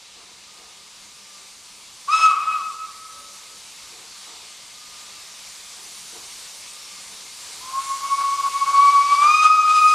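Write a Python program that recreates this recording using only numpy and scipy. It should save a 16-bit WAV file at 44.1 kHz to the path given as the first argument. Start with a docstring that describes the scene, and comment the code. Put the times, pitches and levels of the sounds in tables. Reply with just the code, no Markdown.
"""A railway station, heard through a stereo microphone as a steam engine rolls slowly in, some way off.
Wheels and fire rumble, steam hisses all along, the air pump thumps in pairs, a faint tone sings at times.
A steam jet drives the whistle's bell: a short toot, later a nearer, long blast that rises as the valve
opens by steps, hoarse and with brief rasping bursts. Walls and roofs along the platforms send it back."""
import sys
import numpy as np
from scipy import signal
from scipy.fft import rfft, irfft, next_fast_len
from scipy.io import wavfile
from scipy.ndimage import uniform_filter1d, map_coordinates

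SR = 44100
rng = np.random.default_rng(int(sys.argv[2]) if len(sys.argv) > 2 else 0)


def log_audio(samples):
    """Write samples as a 16-bit WAV file to the path given in sys.argv[1]."""
    # one column per channel
    frames = np.atleast_2d(samples).T
    # limit to full scale, then quantise
    limited = np.clip(frames, -1, 1)
    pcm = np.round(limited * 32767).astype(np.int16)
    wavfile.write(sys.argv[1], SR, pcm)


N = 438354

# the whistle valve during the short toot: (time [s], pitch [Hz], level of the fundamental [dB])
TOOT_VALVE = [(2.072, 1040, -42), (2.088, 1130, -22), (2.11, 1228, -19), (2.135, 1291, -13.5),
              (2.265, 1292, -12), (2.282, 1272, -20), (2.302, 1170, -20.5), (2.335, 1085, -26.5)]


def amp(db):
    """Decibels to gain."""
    return 10 ** (np.asarray(db) / 20)


def unit(x):
    """x at rms 1."""
    return x / np.sqrt(np.mean(x ** 2) + 1e-20)


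def along(points, hz):
    """(frequency, value) points read at hz on a log axis."""
    f, values = np.transpose(points)
    return np.interp(np.log(hz + 1), np.log(f + 1), values)


def curves(rows):
    """One value per sample for each column after the time."""
    times, *columns = np.transpose(rows)
    return [np.interp(np.arange(N) / SR, times, column) for column in columns]


def wobble(rate, count=N):
    """A smooth random curve with `rate` knots a second."""
    fine = np.arange(0, count * rate / SR + 1, 1 / 16)
    smooth = map_coordinates(rng.standard_normal(int(count * rate / SR) + 4), [fine])
    return np.interp(np.arange(count) * rate / SR, fine, smooth)


def bumps(times, heights, widths):
    """The sum of bell-shaped bumps in time, one per event."""
    t = np.arange(0, N / SR + .001, .001)
    total = heights @ np.exp(-((t - times[:, None]) / np.reshape(widths, (-1, 1))) ** 2)
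    return np.interp(np.arange(N) / SR, t, total)


def filtered(x, response):
    """x through a complex response of frequency."""
    size = next_fast_len(N + SR // 5, real=True)
    return irfft(rfft(x, size) * response(np.fft.rfftfreq(size, 1 / SR)), size)[..., :N]


def resonance(f, hz, width):
    """One causal resonance of peak gain 1."""
    return 1j * f * width / (hz * hz - f * f + 1j * f * width)


def noise(spectrum):
    """Mono noise of rms 1."""
    return unit(filtered(rng.standard_normal(N), lambda hz: amp(along(spectrum, hz))))


def rush(spectrum, patchy_db):
    """Stereo noise of rms 1 with patches of random gain in time and frequency."""
    # how alike left and right sound, centred in the mids, wider in lows and highs:
    # (frequency [Hz], correlation [0-1])
    likeness = [(30, 0.93), (80, 0.94), (250, .99), (1000, .999), (2500, 1), (5000, 0.97), (9000, 0.84),
                (14000, .78)]
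    cells = signal.stft(rng.standard_normal((2, N)), nperseg=512)[2]
    patches = uniform_filter1d(rng.standard_normal(cells.shape[1:]), size=6, axis=0)
    patches = uniform_filter1d(patches, size=14, axis=1)
    pair = signal.istft(cells * amp(patchy_db * unit(patches)), nperseg=512)[1][:, :N]
    angle = lambda hz: np.arccos(np.clip(along(likeness, hz), -1, 1)) / 2
    mid, side = filtered(pair, lambda f: amp(along(spectrum, f)) * [np.cos(angle(f)), np.sin(angle(f))])
    return unit(np.array([mid + side, mid - side]))


def drone():
    """A faint, narrow band of noise hums low in the background."""
    hz, width_hz, db = 197, 13.7, -71
    return amp(db) * unit(filtered(rng.standard_normal(N), lambda f: resonance(f, hz, width_hz) ** 2))


def rolling():
    """Wheels and fire rumble some way off."""
    # the rumble's course: (time [s], level [dB])
    course = [(0, -62), (2.7, -59), (4.8, -61), (7.3, -58.5), (9.3, -56.5), (9.94, -57.5)]
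    # its spectrum: (frequency [Hz], relative density [dB])
    rumble = [(12, -47), (20, -8), (80, -5), (113, -6.5), (188, -5.5), (368, -7.5), (413, -3.5),
              (511, -5.5), (564, -2.5), (602, -18.5), (1000, 0), (1300, -31), (2200, -120)]
    return amp(curves(course)[0] + 0.3 * wobble(2.34)) * rush(rumble, patchy_db=1.5)


def faint_tones():
    """Tones swell and fade in the hiss, most of them falling slightly."""
    # (start [s], length [s], first pitch [Hz], last pitch [Hz], level [dB])
    tones = [(.46, 0.41, 1242, 1200, -57), (1.1, 0.42, 1197, 1182, -56), (3.13, 0.25, 559, 580, -58),
             (4.17, 0.23, 1213, 1198, -56.5), (4.74, 0.61, 1233, 1178, -53.5),
             (6.68, 0.52, 1205, 1180, -54)]
    out = np.zeros(N)
    waver_hz, flutter_db = 6 * wobble(40), 2 * wobble(25)
    for start, length, first_hz, last_hz, db in tones:
        i = round(start * SR) + np.arange(round(length * SR))
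        progress = (i - i[0]) / len(i)
        phase = 2 * np.pi * np.cumsum(first_hz + (last_hz - first_hz) * progress + waver_hz[i]) / SR
        swell = np.sin(np.pi * progress ** 0.73) ** .5
        out[i] += amp(db + flutter_db[i]) * swell * np.sin(phase)
    return out


def air_pump():
    """Each stroke is a puff of noise in the casing; bright strokes reach its upper resonances."""
    # pump strokes: (time [s], base level [dB], length [s], brightness [0-1])
    strokes = [(0.146, -59, 0.28, 0.3), (.57, -60.5, 0.22, 0.9), (3.9, -57, 0.24, 0.2),
               (4.26, -57, 0.27, 1), (5.758, -57, 0.22, 0), (6.12, -53.5, 0.19, 0.6), (7.09, -60, 0.12, 1),
               (7.446, -59, 0.46, 0.2)]
    # casing resonances: (frequency [Hz], width [Hz], gain before the stroke's tilt [dB])
    casing = [(368, 28, -5.5), (454, 40, 4), (732, 50, 15), (920, 290, 23), (2000, 500, -17)]
    out = np.zeros(N)
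    modes = lambda f: np.array([resonance(f, hz, width) for hz, width, _ in casing])
    bands = [unit(band) for band in filtered(rng.standard_normal(N), modes)]
    for start, db, length, bright in strokes:
        i = round(start * SR) + np.arange(SR // 2)
        progress = (i - i[0]) / SR / length
        puff = (1 - np.exp(-progress / 0.066)) * np.exp(-2 * progress ** 2)
        db_per_octave = -3.1 * (6 - bright)
        for band, (hz, _, mode_db) in zip(bands, casing):
            out[i] += amp(db + mode_db + db_per_octave * np.log2(hz / casing[0][0])) * puff * band[i]
    return out


def leaking_steam():
    """Steam escapes as a broad hiss that rings in the pipes, with a thinner fizz above it."""
    # the leak's course: (time [s], hiss base level [dB], fizz base level [dB])
    leak = [(0, -53, -56), (1.4, -52, -50.5), (3.2, -50.5, -47), (4.55, -49, -49), (6.15, -48, -43),
            (7.3, -48.5, -45), (7.85, -45.5, -40.5), (8.7, -43.5, -40), (9.3, -41, -41.5), (9.5, -45, -45),
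            (9.94, -40, -39)]
    # spectra of the two: (frequency [Hz], relative density [dB])
    hiss_spectrum = [(350, -33), (600, -8.5), (729, -8.5), (1110, -3.5), (1190, -5.5), (1370, -6),
                     (1640, -6), (2130, -4.5), (2330, -1.5), (3250, -1), (3750, 1.5), (4700, -1),
                     (8000, -5.5), (10400, -22.5), (17600, -120)]
    fizz_spectrum = [(3240, -20), (5500, -3), (9350, -4.5), (12400, -16), (14100, -21), (15200, -31)]
    # pipe resonances: (frequency [Hz], width [Hz], relative gain [dB])
    pipes = [(2135, 29, 9), (4666, 470, 0), (1212, 60, 6), (6600, 240, -6)]
    hiss_db, fizz_db = curves(leak)
    flow_db = .5 * wobble(6)
    hiss = amp(hiss_db + 5.5 + flow_db) * rush(hiss_spectrum, patchy_db=0.96)
    fizz = amp(fizz_db + 1.5 + flow_db + 0.22 * wobble(25)) * rush(fizz_spectrum, patchy_db=2.0)
    ringing = lambda f: 1 + sum(amp(db) * resonance(f, hz, width) / 2 for hz, width, db in pipes)
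    return filtered(hiss, ringing) + fizz


def station_echoes(x, tail_db):
    """Single walls answer as duller copies; the whole yard adds a long tail."""
    # walls: (delay at the toot [s], its growth [s/s], gain [dB], left minus right [dB])
    walls = [(.028, 0.00088, -10.5, -5), (.05, .002, -1.5, 1.5), (0.103, .003, -2, 2), (.25, .012, -7, 4),
             (.29, .012, -1.5, 1), (.4, .008, -9, 3.5), (0.582, .004, -16.5, -4.5)]
    # the yard's reverberation: (frequency [Hz], time to fall 60 dB [s])
    yard_decay = [(500, 1.9), (1300, 2.1), (2600, 1.2), (5000, .45), (12000, .3)]
    hz, age, cells = signal.stft(rng.standard_normal((2, 2 * SR)), SR, nperseg=256)
    decay = amp(-60 * age / along(yard_decay, hz)[:, None])
    mid, side = signal.istft(cells * decay, SR, nperseg=256)[1]
    tail = mid + 0.08 * np.array([side, -side])
    tail /= np.linalg.norm(tail[0])
    cutoff_hz = 3600
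    dull = filtered(x, lambda f: 1 / (1 + 1j * f / cutoff_hz * np.sqrt(2) - (f / cutoff_hz) ** 2) ** 2)
    out = amp(tail_db) * signal.fftconvolve(dull[None], tail, axes=1)[:, :N]
    t = np.arange(N) / SR
    for delay, growth, db, pan_db in walls:
        # walls behind the engine fall back, so their echoes sound flatter
        echo = np.interp(t - delay - growth * (t - TOOT_VALVE[0][0]), t, dull)
        out += amp(db + np.array([[pan_db], [-pan_db]]) / 2) * echo
    return out


def whistle_controls(valve, mix):
    """Overtones come in as the pitch nears its top and die as it sags; dips and bursts ride on top."""
    # brief dips of the fundamental: (time [s], depth [dB; negative lifts it], half width [s])
    dips = [(2.11, 7, 0.0041), (2.187, 14, 0.036), (7.721, 9.5, 0.014), (7.852, 18, 0.043),
            (7.99, 22, 0.04), (8.085, 13, 0.024), (8.167, 14, 0.015), (8.23, 9, 0.0066), (8.368, 9, 0.018),
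            (8.424, 7, 0.0081), (8.517, 28, 0.024), (8.593, 23, 0.017), (8.657, 15, 0.013),
            (8.721, 14, 0.011), (8.815, 5, 0.013), (8.927, 8.5, 0.022), (9.036, 11, 0.01),
            (9.075, 7.5, 0.039), (9.169, 15.5, 0.012), (9.208, 10, 0.013), (9.278, 9.5, 0.0045),
            (9.328, 10.5, 0.021), (9.39, 11.5, 0.031), (9.441, 8, 0.0079), (9.61, -2.5, 0.075),
            (9.735, 1.5, .02)]
    # brief rasping bursts: (time [s], rasp [dB], steam jet [dB])
    bursts = [(8.21, -46.5, -67), (8.46, -52, -70), (8.69, -48, -56), (8.79, -47.5, -59), (8.89, -62, -50),
              (9.02, -67, -71), (9.13, -44, -44), (9.239, -34.5, -41), (9.3, -39.5, -73),
              (9.448, -37, -35.5), (9.7, -43, -39.5), (9.77, -50, -38.5)]
    shut_share, sag_share = .14, .1  # pitch drops that cost the shut loss and the sag loss
    sag_losses_db = (18, 26, 0, -4)  # closing valve: octave, upper partials, rasp, jet
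    pitch, level_db = curves(valve)
    shut = ((1 - pitch / pitch.max()) / shut_share) ** 2.7
    sag = np.minimum(((1 - pitch / np.maximum.accumulate(pitch)) / sag_share) ** 2, 1)
    octave_db, upper_db, rasp_db, jet_db = [level_db + db - shut_db * shut - sag_db * sag
                                            for (db, shut_db), sag_db in zip(mix, sag_losses_db)]
    fundamental_db = level_db - bumps(*np.transpose(dips))
    times, *bursts_db = np.transpose(bursts)
    rasp_burst, jet_burst = [bumps(times, amp(db), widths=0.026) for db in bursts_db]
    rasp_db = 20 * np.log10(amp(rasp_db) + rasp_burst)
    surge_db = 20 * np.log10(1 + jet_burst / amp(jet_db))
    shrill_db = 0.44 * np.minimum(surge_db, 14)  # a surge of the jet lifts the upper partials
    return pitch, fundamental_db, octave_db, upper_db + shrill_db, rasp_db, jet_db + surge_db


def whistle(valve, mix, unsteady, flutter_db, spread):
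    """A steam jet drives the bell: partials on an unsteady pitch, in hoarse noise. Gives mid, side."""
    # the bell's upper partials: (multiple of the pitch, relative level [dB])
    upper_partials = [(3, -3), (4, 3), (5, -1.5), (6, -12)]
    # steam at the lip, and a rasp around the fundamental: (frequency [Hz], relative density [dB])
    jet_spectrum = [(1000, -57), (1700, -6), (2600, 3.5), (4000, -1), (6600, -4), (9000, -6.5),
                    (11000, -16), (13500, -34), (15400, -73)]
    rasp_spectrum = [(120, -31), (300, -17), (600, -11.5), (900, 4), (1500, 2.5), (1900, -21.5),
                     (3000, -55)]
    start, end = valve[0][0], valve[-1][0]
    i = np.arange(round(start * SR), min(N, round(end * SR) + SR // 50))
    controls = [curve[i] for curve in whistle_controls(valve, mix)]
    pitch, fundamental_db, octave_db, upper_db, rasp_db, jet_db = controls
    drift = lambda rate: wobble(rate, count=len(i))
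    gate = np.clip((i / SR - start) / 0.011, 0, 1) * np.clip((end + 0.011 - i / SR) / 0.029, 0, 1)
    phase = 2 * np.pi * np.cumsum(pitch * (1 + unsteady * drift(60))) / SR
    partials = [(1, fundamental_db), (2, octave_db)] + [(k, upper_db + db) for k, db in upper_partials]
    # eddies between engine and microphone make the partials flutter, fade and wander sideways
    tone = np.zeros(len(i))
    for k, db in partials:
        gain = amp(db + flutter_db * k ** 0.5 * drift(45.11))
        fading = 1 + 0.27 * (k > 1) * drift(70)
        tone += gain * fading * np.sin(k * phase)
    side = sum(amp(db) * spread * k ** 3.2 * drift(7.2) * np.cos(k * phase) for k, db in partials[:3])
    # a hoarse band of noise around the fundamental, with brief rasping bursts
    skirt = (amp(fundamental_db - 21) + amp(rasp_db + 0.5)) * drift(220) * np.sin(phase)
    rasp = amp(rasp_db + 4.5 + 1.9 * drift(29.9)) * noise(rasp_spectrum)[i]
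    jet = amp(jet_db + 4) * noise(jet_spectrum)[i]
    out = np.zeros((2, N))
    out[:, i] = gate * [np.sqrt(2) * (tone + skirt) + rasp + jet, side]
    return out


def scene():
    """Two whistles over the engine's noises; the blast is nearer and stands further above its echoes."""
    # the valve opening by steps: (time [s], pitch [Hz], level of the fundamental [dB])
    blast_valve = [(7.6, 1006, -53.5), (7.781, 1083, -21), (7.999, 1096, -21.5), (8.141, 1110, -18.5),
                   (8.6, 1110, -18), (8.76, 1113, -12), (8.861, 1132, -11.5), (9.001, 1126, -13.5),
                   (9.191, 1147, -12.5), (9.261, 1193, -12), (9.349, 1246, -8), (9.48, 1250, -12),
                   (9.68, 1248, -17), (9.8, 1250, -12.5), (9.94, 1245, -13)]
    # rows for octave, upper partials, rasp, jet: (offset at full valve [dB], shut loss [dB])
    toot_mix = [(-16, 16), (-24, 20), (-29, -12), (-24, -2)]
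    blast_mix = [(-14, 19.5), (-31, 13), (-40.5, -15), (-33.5, -3)]
    toot = whistle(TOOT_VALVE, toot_mix, unsteady=0.0021, flutter_db=1.5, spread=0.013)
    blast = whistle(blast_valve, blast_mix, unsteady=0.0038, flutter_db=1.43, spread=0.032)
    echoes = station_echoes(amp(-6) * toot[0] + amp(-17) * blast[0], tail_db=-2.5)
    mid, side = toot + blast
    direct = np.array([mid + side, mid - side]) * amp([[.4], [-.4]])  # just left of centre
    return direct + echoes + leaking_steam() + rolling() + drone() + air_pump() + faint_tones()


def record(dry):
    """The microphone's left port is a little louder; nothing passes above the band limit."""
    # balance of the ports: (frequency [Hz], left minus right [dB])
    balance = [(40, 1.3), (150, 1.2), (500, .2), (4000, .3), (14000, .3)]
    top_hz = 15400
    return filtered(dry, lambda hz: amp(along(balance, hz) / 2 * np.array([[1], [-1]])) * (hz < top_hz))


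dry = scene()
out = record(dry)
log_audio(out)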